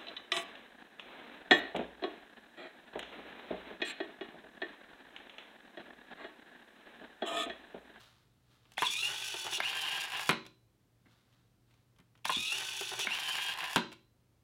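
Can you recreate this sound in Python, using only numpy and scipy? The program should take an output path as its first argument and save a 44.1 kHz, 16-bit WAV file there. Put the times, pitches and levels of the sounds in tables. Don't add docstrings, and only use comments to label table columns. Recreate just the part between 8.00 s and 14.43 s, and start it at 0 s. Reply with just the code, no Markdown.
import sys
import numpy as np
from scipy import signal
from scipy.fft import rfft, irfft, next_fast_len
from scipy.io import wavfile
from scipy.ndimage import uniform_filter1d, map_coordinates

SR = 44100
rng = np.random.default_rng(int(sys.argv[2]) if len(sys.argv) > 2 else 0)


def transcribe(signal):
    frames = np.atleast_2d(signal).T
    limited = np.clip(frames, -1, 1)
    pcm = np.round(limited * 32767).astype(np.int16)
    wavfile.write(sys.argv[1], SR, pcm)


N = 283563

# (frequency [Hz], mean level [dB])
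AIR_COLOUR = [(20, -16), (50, -8), (80, -8), (115, -4), (150, -9.5), (300, -13), (450, -19), (800, -24.5),
              (2500, -31), (4000, -32.5), (6500, -36), (16000, -39)]
HUM_TONES = [(48.4, -85), (118.4, -74.5)]
AIR_DB = -72
# (frequency [Hz], t60 [s])
ROOM_DECAY = [(150, 0.45), (700, .26), (3000, .31), (6000, 0.36), (9000, 0.2), (14000, 0.12)]

# (time [s], relative level [dB])
SWISHES = [(0, -59), (.53, -71.5), (.73, -73.5), (3.12, -71.5), (3.34, -77.5), (3.73, -77)]
# (frequency [Hz], level [dB])
CLOTH_COLOUR = [(150, -15.5), (500, -3.5), (1400, 1), (2300, -5.5), (3700, 0), (5000, -8.5), (8000, -16),
                (16000, -22.5)]
SWISH_RISE_DB_PER_S, SWISH_FALL_DB_PER_S = 163, 74.5

# (frequency [Hz], level [dB])
TICKS = [(.654, -56, -18.5), (.719, -48.5, 5.5), (.737, -53, 18.5), (2.452, -45.5, -6), (2.464, -42, 4.5),
         (3.327, -62.5, 0), (3.709, -62, -2), (3.74, -62, 4), (3.962, -62.5, -2.5), (3.986, -57.5, 6),
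         (4.001, -59.5, 7), (4.153, -55, -9.5), (4.176, -60, 5), (4.19, -63, -11), (5.918, -40.5, -7),
         (5.927, -42, 3), (5.934, -47, -3)]
TICK_COLOUR = [(200, -11), (900, 2), (1700, -3), (3200, 1.5), (4500, -10), (10000, -19), (16000, -26.5)]
SNAPS = [(0.78, -25, 1.5), (1.603, -21.5, -1), (4.254, -24, 4), (5.071, -22.5, -8)]
SWITCH_COLOUR = [(120, -41.5), (200, -12.5), (456, -21.5), (763, -1), (968, -5), (1200, -11), (1500, -4.5),
                 (1800, 0), (2000, -5), (2250, -3), (2560, -20), (3190, -11), (4680, -20.5), (7010, -34.5),
                 (7830, -32.5), (9930, -26), (16000, -40)]
KNOCKS = [(.821, -22.5, -4.5), (.828, -26, -13.5), (.851, -36.5, 7.5), (4.294, -24, -18.5),
          (4.301, -27.5, -2), (4.323, -37.5, 12.5)]
LID_COLOUR = [(90, -35), (160, -9.5), (260, -18), (380, -7.5), (560, -12), (800, -8), (1000, 9), (1250, -9),
              (1900, -8.5), (3300, -12), (5000, -32.5), (10000, -22.5), (16000, -34.5)]
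BUMPS = [(.895, -55.5, -1), (3.058, -58, 0), (3.99, -57, 2), (4.368, -39.5, -1.5)]
BENCH_COLOUR = [(40, -22), (90, -7), (170, -0.5), (300, -6.5), (500, -21), (2000, -18.5), (8000, -57)]
CLUNKS = [(1.341, -34.5, 10.5), (1.449, -37.5, -8), (1.466, -34.5, 0), (1.524, -38.5, 9.5),
          (1.58, -38.5, -3), (4.81, -32, 15), (4.917, -35.5, 1), (4.936, -36, -4), (4.992, -33.5, 21),
          (5.048, -38, 7)]
ARM_COLOUR = [(100, -26.5), (280, -18.5), (380, 2.5), (520, -12.5), (700, -5), (860, -1.5), (1100, -11),
              (1600, -11.5), (2500, -15.5), (6000, -25), (16000, -41)]
CHATTERS = [(1.638, -31.5, -9), (1.73, -31.5, -9), (1.863, -31.5, -9), (1.885, -30.5, -9),
            (2.1003, -36, -2), (2.12, -32.5, -7), (2.136, -31.5, -8), (2.1541, -32, -6),
            (2.1726, -32.5, -4), (2.1945, -28.5, -6), (2.2145, -34, -5), (2.2589, -36, 2),
            (5.108, -31, -12), (5.15, -30, -9), (5.187, -29, -10), (5.354, -28, -6), (5.384, -31, -6),
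            (5.5378, -34.5, -1), (5.5747, -36, 2), (5.5867, -31, -3), (5.6052, -30, -2),
            (5.6411, -29.5, -2), (5.7314, -31, 5)]
CHATTER_COLOUR = [(300, -22), (900, 2), (1300, -4.5), (2800, 3.5), (4500, -8), (7500, -15), (10500, -13.5),
                  (16000, -22)]
BOUNCES = [(2.2978, -21, -12.5), (2.3077, -37, 16.5), (2.313, -29, -12.5), (2.329, -33, -12),
           (5.7668, -20, -10), (5.7795, -28.5, -3.5)]
WOOD_COLOUR = [(40, -35.5), (105, -29.5), (150, -2.5), (220, -2), (280, -5.5), (520, -7.5), (720, -4),
               (1000, -1.5), (1600, -6.5), (2500, -5.5), (3700, -6), (4500, -18), (10500, -21),
               (16000, -35.5)]
# (time [s], relative level [dB])
CLAPS = [(2.292, -17.5), (5.76, -17.5)]
# (frequency [Hz], relative level [dB], t60 [s])
BOX_MODES = [(185, 9.5, .06), (174.5, 2, 0.34), (226.7, 4, 0.34), (323, -2, 0.5), (372.5, 2, 0.42),
             (575, -5, 0.38), (888, 3, 0.21), (930, 2, .15), (1020, -2.5, 0.39), (1336, -7, .2),
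             (1530, -7, .22), (1910, -9.5, .26), (2810, -1.5, .15), (3370, -8, .2), (3880, -8.5, .2),
             (4000, -5, 0.51), (4100, -1.5, 0.33)]

# (start [s], reversal [s], stop [s])
RUNS = [(.771, 1.604, 2.293), (4.245, 5.073, 5.76)]
# (tooth rate [Hz], share of it reached at once, spin-up [s],
# wooden walls [dB], gear case [dB], tooth fizz [dB], second, third and fourth harmonic [dB]), all relative
OUT = (1512, .5, 0.03, -52.5, -41, -46.5, -9.5, -6, -12.5)
BACK = (1606, 0.44, 0.0369, -44.5, -37.5, -48.5, -3, -14, -22)
# heaves the lid open; takes its full weight
# (time after start [s], attack [s], hold [s], release [s], sag [Hz], walls [dB], case [dB], fizz [dB],
# second, third and fourth harmonic [dB]); a negative sag speeds the gears up
LOADS = [(.066, .03, .102, .15, 285, -3, 8, 5, 8.5, 2.5, 5),
         (.08, .024, .014, .03, 80, -1, 2, -1, -4, 6, 7),
         (.045, .02, .015, .012, 0, 2.5, 3, -1, -0.5, 5.5, -1.5),
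         (.248, 0.033, 0.027, 0.097, 0, 7, 0.5, 0, 1.5, -2.5, -3),
         (.689, .03, .015, .02, -15.5, 1.5, -3, -4.5, -1.5, 0, -1),
         (.745, .016, .03, .02, -45, 6.5, 4.5, 6, 5, 2, 9),
         (.76, .028, .035, .008, 140, -3, 5, 0.5, 4.5, 0.5, 3.5),
         (.802, .02, .008, .012, 150, -3, -1.5, -6.5, -13, -4, -15),
         (.852, 0.022, .01, 0.052, 0, 1.5, 4, 0, 4, 9, 14), (.972, .07, .01, .07, 66, 0.5, 2.5, 2, 6, 4, 0),
         (1.25, .25, .03, .02, -95, -2.5, -7, -3, -16, -5, -12),
         (1.279, .04, .003, .035, -20, -1, -6, -6, -7, .5, 0),
         (1.12, .03, .1, .03, 0, -0.5, -0.5, -0.5, -2.5, 0, 0),
         (1.347, .03, .04, .03, 0, 4, 1, -3, 1.5, 0, 0), (1.465, .025, .02, .02, 0, -5, -1, 1.5, 3, 0, 0)]
GRIP = 2.8
WALLS_DB_PER_OCTAVE, CASE_DB_PER_OCTAVE, FIZZ_DB_PER_OCTAVE = 8, 7.5, 12.5
WAVER, WAVER_PER_S = .014, 20
# (frequency [Hz], relative level [dB])
WHINE = [(1200, -58.5), (1400, -56), (1500, -54.5), (1560, -53.5), (1610, -47.5), (1680, -55), (2000, -54),
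         (2280, -45.5), (2430, -35.5), (2570, -41), (2740, -31.5), (3000, -38), (3200, -41.5), (3410, -32),
         (3560, -37.5), (3720, -34), (3900, -41), (4150, -44), (4900, -55.5), (5400, -47), (5750, -40),
         (6300, -48)]
# (frequency [Hz], level [dB])
WALLS_OUT = [(65, -49.5), (110, -4), (275, -29), (378, -0.5), (493, -18.5), (575, -11.5), (751, -10.5),
             (831, 2), (993, -9), (1400, -7), (1490, -4.5), (1780, -4.5), (1950, -2.5), (2190, -12),
             (2300, -1.5), (2990, -30.5), (5060, -120)]
WALLS_BACK = [(65, -55), (110, -16.5), (155, -14), (242, -27), (378, -9.5), (408, -12.5), (560, -19),
              (820, 2), (909, -4), (1020, 3.5), (1190, -8.5), (1470, -7.5), (1650, 3.5), (2080, -6),
              (2300, -10), (2990, -38), (5060, -120)]
CASE_OUT = [(1240, -37), (2100, -17), (2230, -23), (2440, 3), (2900, 4.5), (3170, -8), (3350, 8), (3590, 4),
            (4020, -5.5), (4390, -4.5), (4800, -21.5), (6240, -45.5), (10600, -120)]
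CASE_BACK = [(1240, -42.5), (2100, -16), (2430, 0), (2620, -2), (2830, 5.5), (3080, -4), (3200, -1.5),
             (3380, -4.5), (3720, -5), (4490, -14.5), (4800, -19), (6240, -51), (10600, -120)]
FIZZ_OUT = [(3200, -27.5), (4500, -9.5), (4950, -1.5), (5450, 4), (6000, -1.5), (6550, 2.5), (7400, -9),
            (8000, -5.5), (8700, -10.5), (9500, -4.5), (10500, -9.5), (11300, -7), (12600, -14),
            (15800, -17)]
FIZZ_BACK = [(3200, -22), (4500, -2.5), (4950, 2), (5400, 2.5), (6150, -5), (6550, -1), (7050, -2.5),
             (7600, -8), (8600, -8), (9600, -3.5), (10500, -11), (11900, -4.5), (13300, -12), (15800, -15)]

TOP_HZ = 15900


def amp(db):
    return 10 ** (np.asarray(db) / 20)


def unit(x):
    return x / np.sqrt(np.mean(x ** 2) + 1e-20)


def along(points, hz):
    f, v = np.transpose(points)
    return np.interp(np.log(hz + 1), np.log(f + 1), v)


def wobble(rate):
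    coarse = np.arange(0, N + 16, 16)
    knots = rng.standard_normal(int(N * rate / SR) + 4)
    curve = map_coordinates(knots, [coarse * rate / SR])
    return np.interp(np.arange(N), coarse, curve)


def coloured(x, spectrum, size=4096):
    level_db = along(spectrum, np.fft.rfftfreq(size, 1 / SR))
    cepstrum = irfft(np.log(amp(np.maximum(level_db, -100))))
    cepstrum[1:size // 2] *= 2
    cepstrum[size // 2 + 1:] = 0
    response = irfft(np.exp(rfft(cepstrum)))
    return signal.fftconvolve(x, response)[:len(x)]


def add(track, s, sound):
    part = track[round(s * SR):][:len(sound)]
    part += sound[:len(part)]


def impacts(turns, scatter, spread_db):
    at = np.flatnonzero(np.diff(np.floor(turns)))
    late, size = rng.standard_normal((len(at), 2)).T
    when = np.clip(at + scatter * late / np.diff(turns)[at], 0, N - 1).astype(int)
    force = amp(spread_db * np.minimum(size, 2)) * rng.choice([-1, 1], len(at))
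    return np.bincount(when, force, N)


def strikes(rows, spectrum, t60, treble_t60, gain_db, split_hz=4500):
    track, t = np.zeros(N), np.arange(SR // 4) / SR
    lowpass = signal.butter(2, split_hz, fs=SR, output="sos")
    for s, db, treble_db in rows:
        noise = rng.standard_normal(len(t))
        body = signal.sosfiltfilt(lowpass, noise)
        treble = (noise - body) * amp(treble_db + 4.0 - 60 * t / treble_t60)
        hit = coloured(body * amp(-60 * t / t60) + treble, spectrum)
        strength = np.sqrt(np.sum(hit ** 2) / (SR * t60 / 10))
        add(track, s, amp(db + gain_db) * hit / strength)
    return track


def room_tone():
    t = np.arange(N) / SR
    hum = np.zeros(N)
    for hz, db in HUM_TONES:
        level = amp(db + 1.1 * wobble(5.5)) * np.sqrt(2)
        hum += level * np.sin(2 * np.pi * hz * t + wobble(8.4))
    return hum + amp(AIR_DB) * unit(coloured(rng.standard_normal(N), AIR_COLOUR))


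def sleeve(fibres_hz=3000, spread_db=6):
    t = np.arange(N) / SR
    slips = impacts(t * fibres_hz, scatter=0.93, spread_db=spread_db)
    motion = np.zeros(N)
    for s, db in SWISHES:
        drop_db = np.maximum(SWISH_RISE_DB_PER_S * (s - t), SWISH_FALL_DB_PER_S * (t - s))
        motion += amp(db - drop_db)
    return motion * unit(coloured(slips, CLOTH_COLOUR))


def lever_and_gear_ticks():
    return strikes(TICKS, TICK_COLOUR, t60=.04, treble_t60=0.027, gain_db=-7)


def drive():
    t = np.arange(0, N / SR, .001)
    run = np.maximum(np.searchsorted([row[0] - .1 for row in RUNS], t) - 1, 0)
    start, reverse, _ = np.array(RUNS)[run].T
    back = t > reverse
    free_hz, start_share, spin_up, *levels = np.where(back, np.array(BACK)[:, None], np.array(OUT)[:, None])
    running = np.maximum(t - np.where(back, reverse, start), 0)
    tooth_hz = free_hz * (1 - (1 - start_share) * np.exp(-running / spin_up))
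    for s, attack, hold, release, sag_hz, *change_db in LOADS:
        corners = s + np.cumsum(np.abs([0, attack, hold, release]))
        load = np.interp(t - start, corners, [0, 1, 1, 0])
        tooth_hz = tooth_hz - sag_hz * load
        levels = levels + np.outer(change_db, np.tanh(GRIP * load))
    tooth_hz = np.maximum(tooth_hz, free_hz / 10)
    slopes = [WALLS_DB_PER_OCTAVE, CASE_DB_PER_OCTAVE, FIZZ_DB_PER_OCTAVE, 0, 0, 0]
    levels = levels + np.outer(slopes, np.log2(tooth_hz / free_hz))

    def smooth(curve, size):
        return np.interp(np.arange(N) / SR, t, uniform_filter1d(curve, size))

    return smooth(tooth_hz, size=1), smooth(1. * back, size=14), [smooth(db, size=7) for db in levels]


def gear_whine(turns, harmonics_db, back, rough=.16, blur=0.44, eccentric=0.13, grip_db=2.5,
               fade_db=1.5, upper_db=-22, back_db=-12):
    angle = 2 * np.pi * turns + eccentric * np.sin(2 * np.pi * turns / 10) + rough * wobble(600)
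    highest_db = np.maximum(harmonics_db[1], harmonics_db[2]) + upper_db + back_db * back
    fade = unit(amp(fade_db * wobble(24)))
    whine = np.zeros(N)
    for k, db in enumerate(harmonics_db + [highest_db] * 3, 1):
        grip = unit(amp(grip_db * wobble(120)))
        whine += amp(db) * fade * grip * np.sin(k * angle + (k > 2) * blur * wobble(350))
    return whine


def rattle(turns, worn, count=10, size=5):
    at = np.flatnonzero(np.diff(np.floor(turns)))
    force = rng.standard_normal((len(at) // count + 1, count))
    force = uniform_filter1d(force, size, axis=0).ravel()[:len(at)]
    late = rng.random(count)[np.arange(len(at)) % count]
    when = np.clip(at + late / np.diff(turns)[at], 0, N - 1).astype(int)
    pattern = np.bincount(when, force, N)
    blows = impacts(turns, scatter=.45, spread_db=6.0)
    return np.sqrt(worn) * unit(pattern) + np.sqrt(1 - worn) * unit(blows)


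def ringing(x, t60):
    t = np.arange(SR // 10) / SR
    return signal.fftconvolve(x, rng.standard_normal(len(t)) * amp(-60 * t / t60))[:N]


def servo(flutter=.003, shaft_db=0.77, shaft_back_db=1.5, wheel_db=1.2, judder_db=1.0, lurch_db=1.74,
          lurch_hz=55, walls_db=-1, case_db=-2.0, fizz_db=-1):
    t = np.arange(N) / SR
    tooth_hz, back, (walls, case, fizz, *upper) = drive()
    tooth_hz = tooth_hz * (1 + WAVER * (1 - back / 2) * wobble(WAVER_PER_S))
    harmonics_db = [db + along(WHINE, k * tooth_hz) for k, db in enumerate([0] + upper, 1)]
    _, second_db, third_db, _ = harmonics_db
    turns = np.cumsum(tooth_hz * (1 + flutter * wobble(90))) / SR
    powered = uniform_filter1d(sum(1. * ((t > a) & (t < b)) for a, _, b in RUNS), size=90)
    pinion_db = (shaft_db * (1 - back) + shaft_back_db * back) * np.sin(2 * np.pi * turns / 10)
    wheel = (1 - back) * np.sin(2 * np.pi * turns / 31)
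    pressure = unit(amp(pinion_db + wheel_db * wheel + judder_db * wobble(150)))
    scrape = unit(amp(2.6 * wobble(110)))

    def flanks(blows, out, home):
        return (1 - back) * unit(coloured(blows, out)) + back * unit(coloured(blows, home))

    sung_share = (amp(second_db) ** 2 + amp(third_db) ** 2) / amp(case) ** 2
    case = case + 10 * np.log10(np.clip(1 - sung_share, .3, 1))
    clicks = impacts(turns, scatter=.4, spread_db=3.0)
    clicks = unit(clicks) + .55 * unit(ringing(clicks, t60=.04))
    lurch = unit(amp(lurch_db * wobble(lurch_hz)))
    noise = amp(walls + walls_db) * lurch * flanks(rattle(turns, worn=0.27), WALLS_OUT, WALLS_BACK)
    noise += amp(case + case_db) * flanks(rattle(turns, worn=0.16), CASE_OUT, CASE_BACK)
    noise += amp(fizz + fizz_db) * scrape * flanks(clicks, FIZZ_OUT, FIZZ_BACK)
    return powered * pressure * (gear_whine(turns, harmonics_db, back) + noise)


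def switch_snaps():
    return strikes(SNAPS, SWITCH_COLOUR, t60=0.028, treble_t60=0.018, gain_db=-2.5)


def lid_knocks():
    return strikes(KNOCKS, LID_COLOUR, t60=.036, treble_t60=0.019, gain_db=0.1)


def bench_bumps():
    return strikes(BUMPS, BENCH_COLOUR, t60=0.13, treble_t60=0.038, gain_db=-2.5)


def arm_clunks():
    return strikes(CLUNKS, ARM_COLOUR, t60=0.078, treble_t60=0.018, gain_db=-4.5)


def arm_and_lid_chatter():
    return strikes(CHATTERS, CHATTER_COLOUR, t60=0.046, treble_t60=.015, gain_db=-6.0)


def lid_claps():
    contacts = [(s, db, 0) for s, db in CLAPS] + BOUNCES
    return strikes(contacts, WOOD_COLOUR, t60=0.036, treble_t60=0.01, gain_db=-0.5)


def box_ring(ring_db=-23, attack_s=0.0042):
    track, t = np.zeros(N), np.arange(SR // 2) / SR
    onset = 1 - np.exp(-t / attack_s)
    for s, db in CLAPS:
        for hz, level_db, t60 in BOX_MODES:
            width_hz = 6 + .007 * hz
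            drift = np.cumsum(rng.standard_normal(len(t))) * np.sqrt(2 * np.pi * width_hz / SR)
            phase = 2 * np.pi * (hz * t + rng.random()) + uniform_filter1d(drift, size=200)
            add(track, s, amp(db + ring_db + level_db - 60 * t / t60) * np.sin(phase) * onset)
    return track


def room(x, wet_db=-6, gap_s=.006):
    hz, t, z = signal.stft(rng.standard_normal(SR // 2), SR, nperseg=256)
    decay = amp(-60 * t / along(ROOM_DECAY, hz)[:, None])
    tail = signal.istft(z * decay, SR, nperseg=256)[1]
    tail = np.pad(tail / np.linalg.norm(tail), (round(gap_s * SR), 0))
    tail = coloured(tail, [(200, -5.5), (4000, -3.0), (8000, -9.0), (15000, -9.0)])
    return x + amp(wet_db) * signal.fftconvolve(x, tail)[:N]


def scene():
    direct = sleeve() + lever_and_gear_ticks() + servo() + switch_snaps() + lid_knocks()
    direct += bench_bumps() + arm_clunks() + arm_and_lid_chatter() + lid_claps()
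    return (room(direct) + box_ring() + room_tone())[None]


def record(dry, top=0.2, low_hz=38):
    rounded = dry / (1 + (dry / top) ** 4) ** (1 / 4)
    m = next_fast_len(N + SR // 2)
    hz = np.fft.rfftfreq(m, 1 / SR)
    band = hz ** 2 / np.hypot(hz ** 2, low_hz ** 2) * (hz < TOP_HZ)
    return irfft(rfft(rounded, m) * band, m)[..., :N]


dry = scene()
out = record(dry)
transcribe(out)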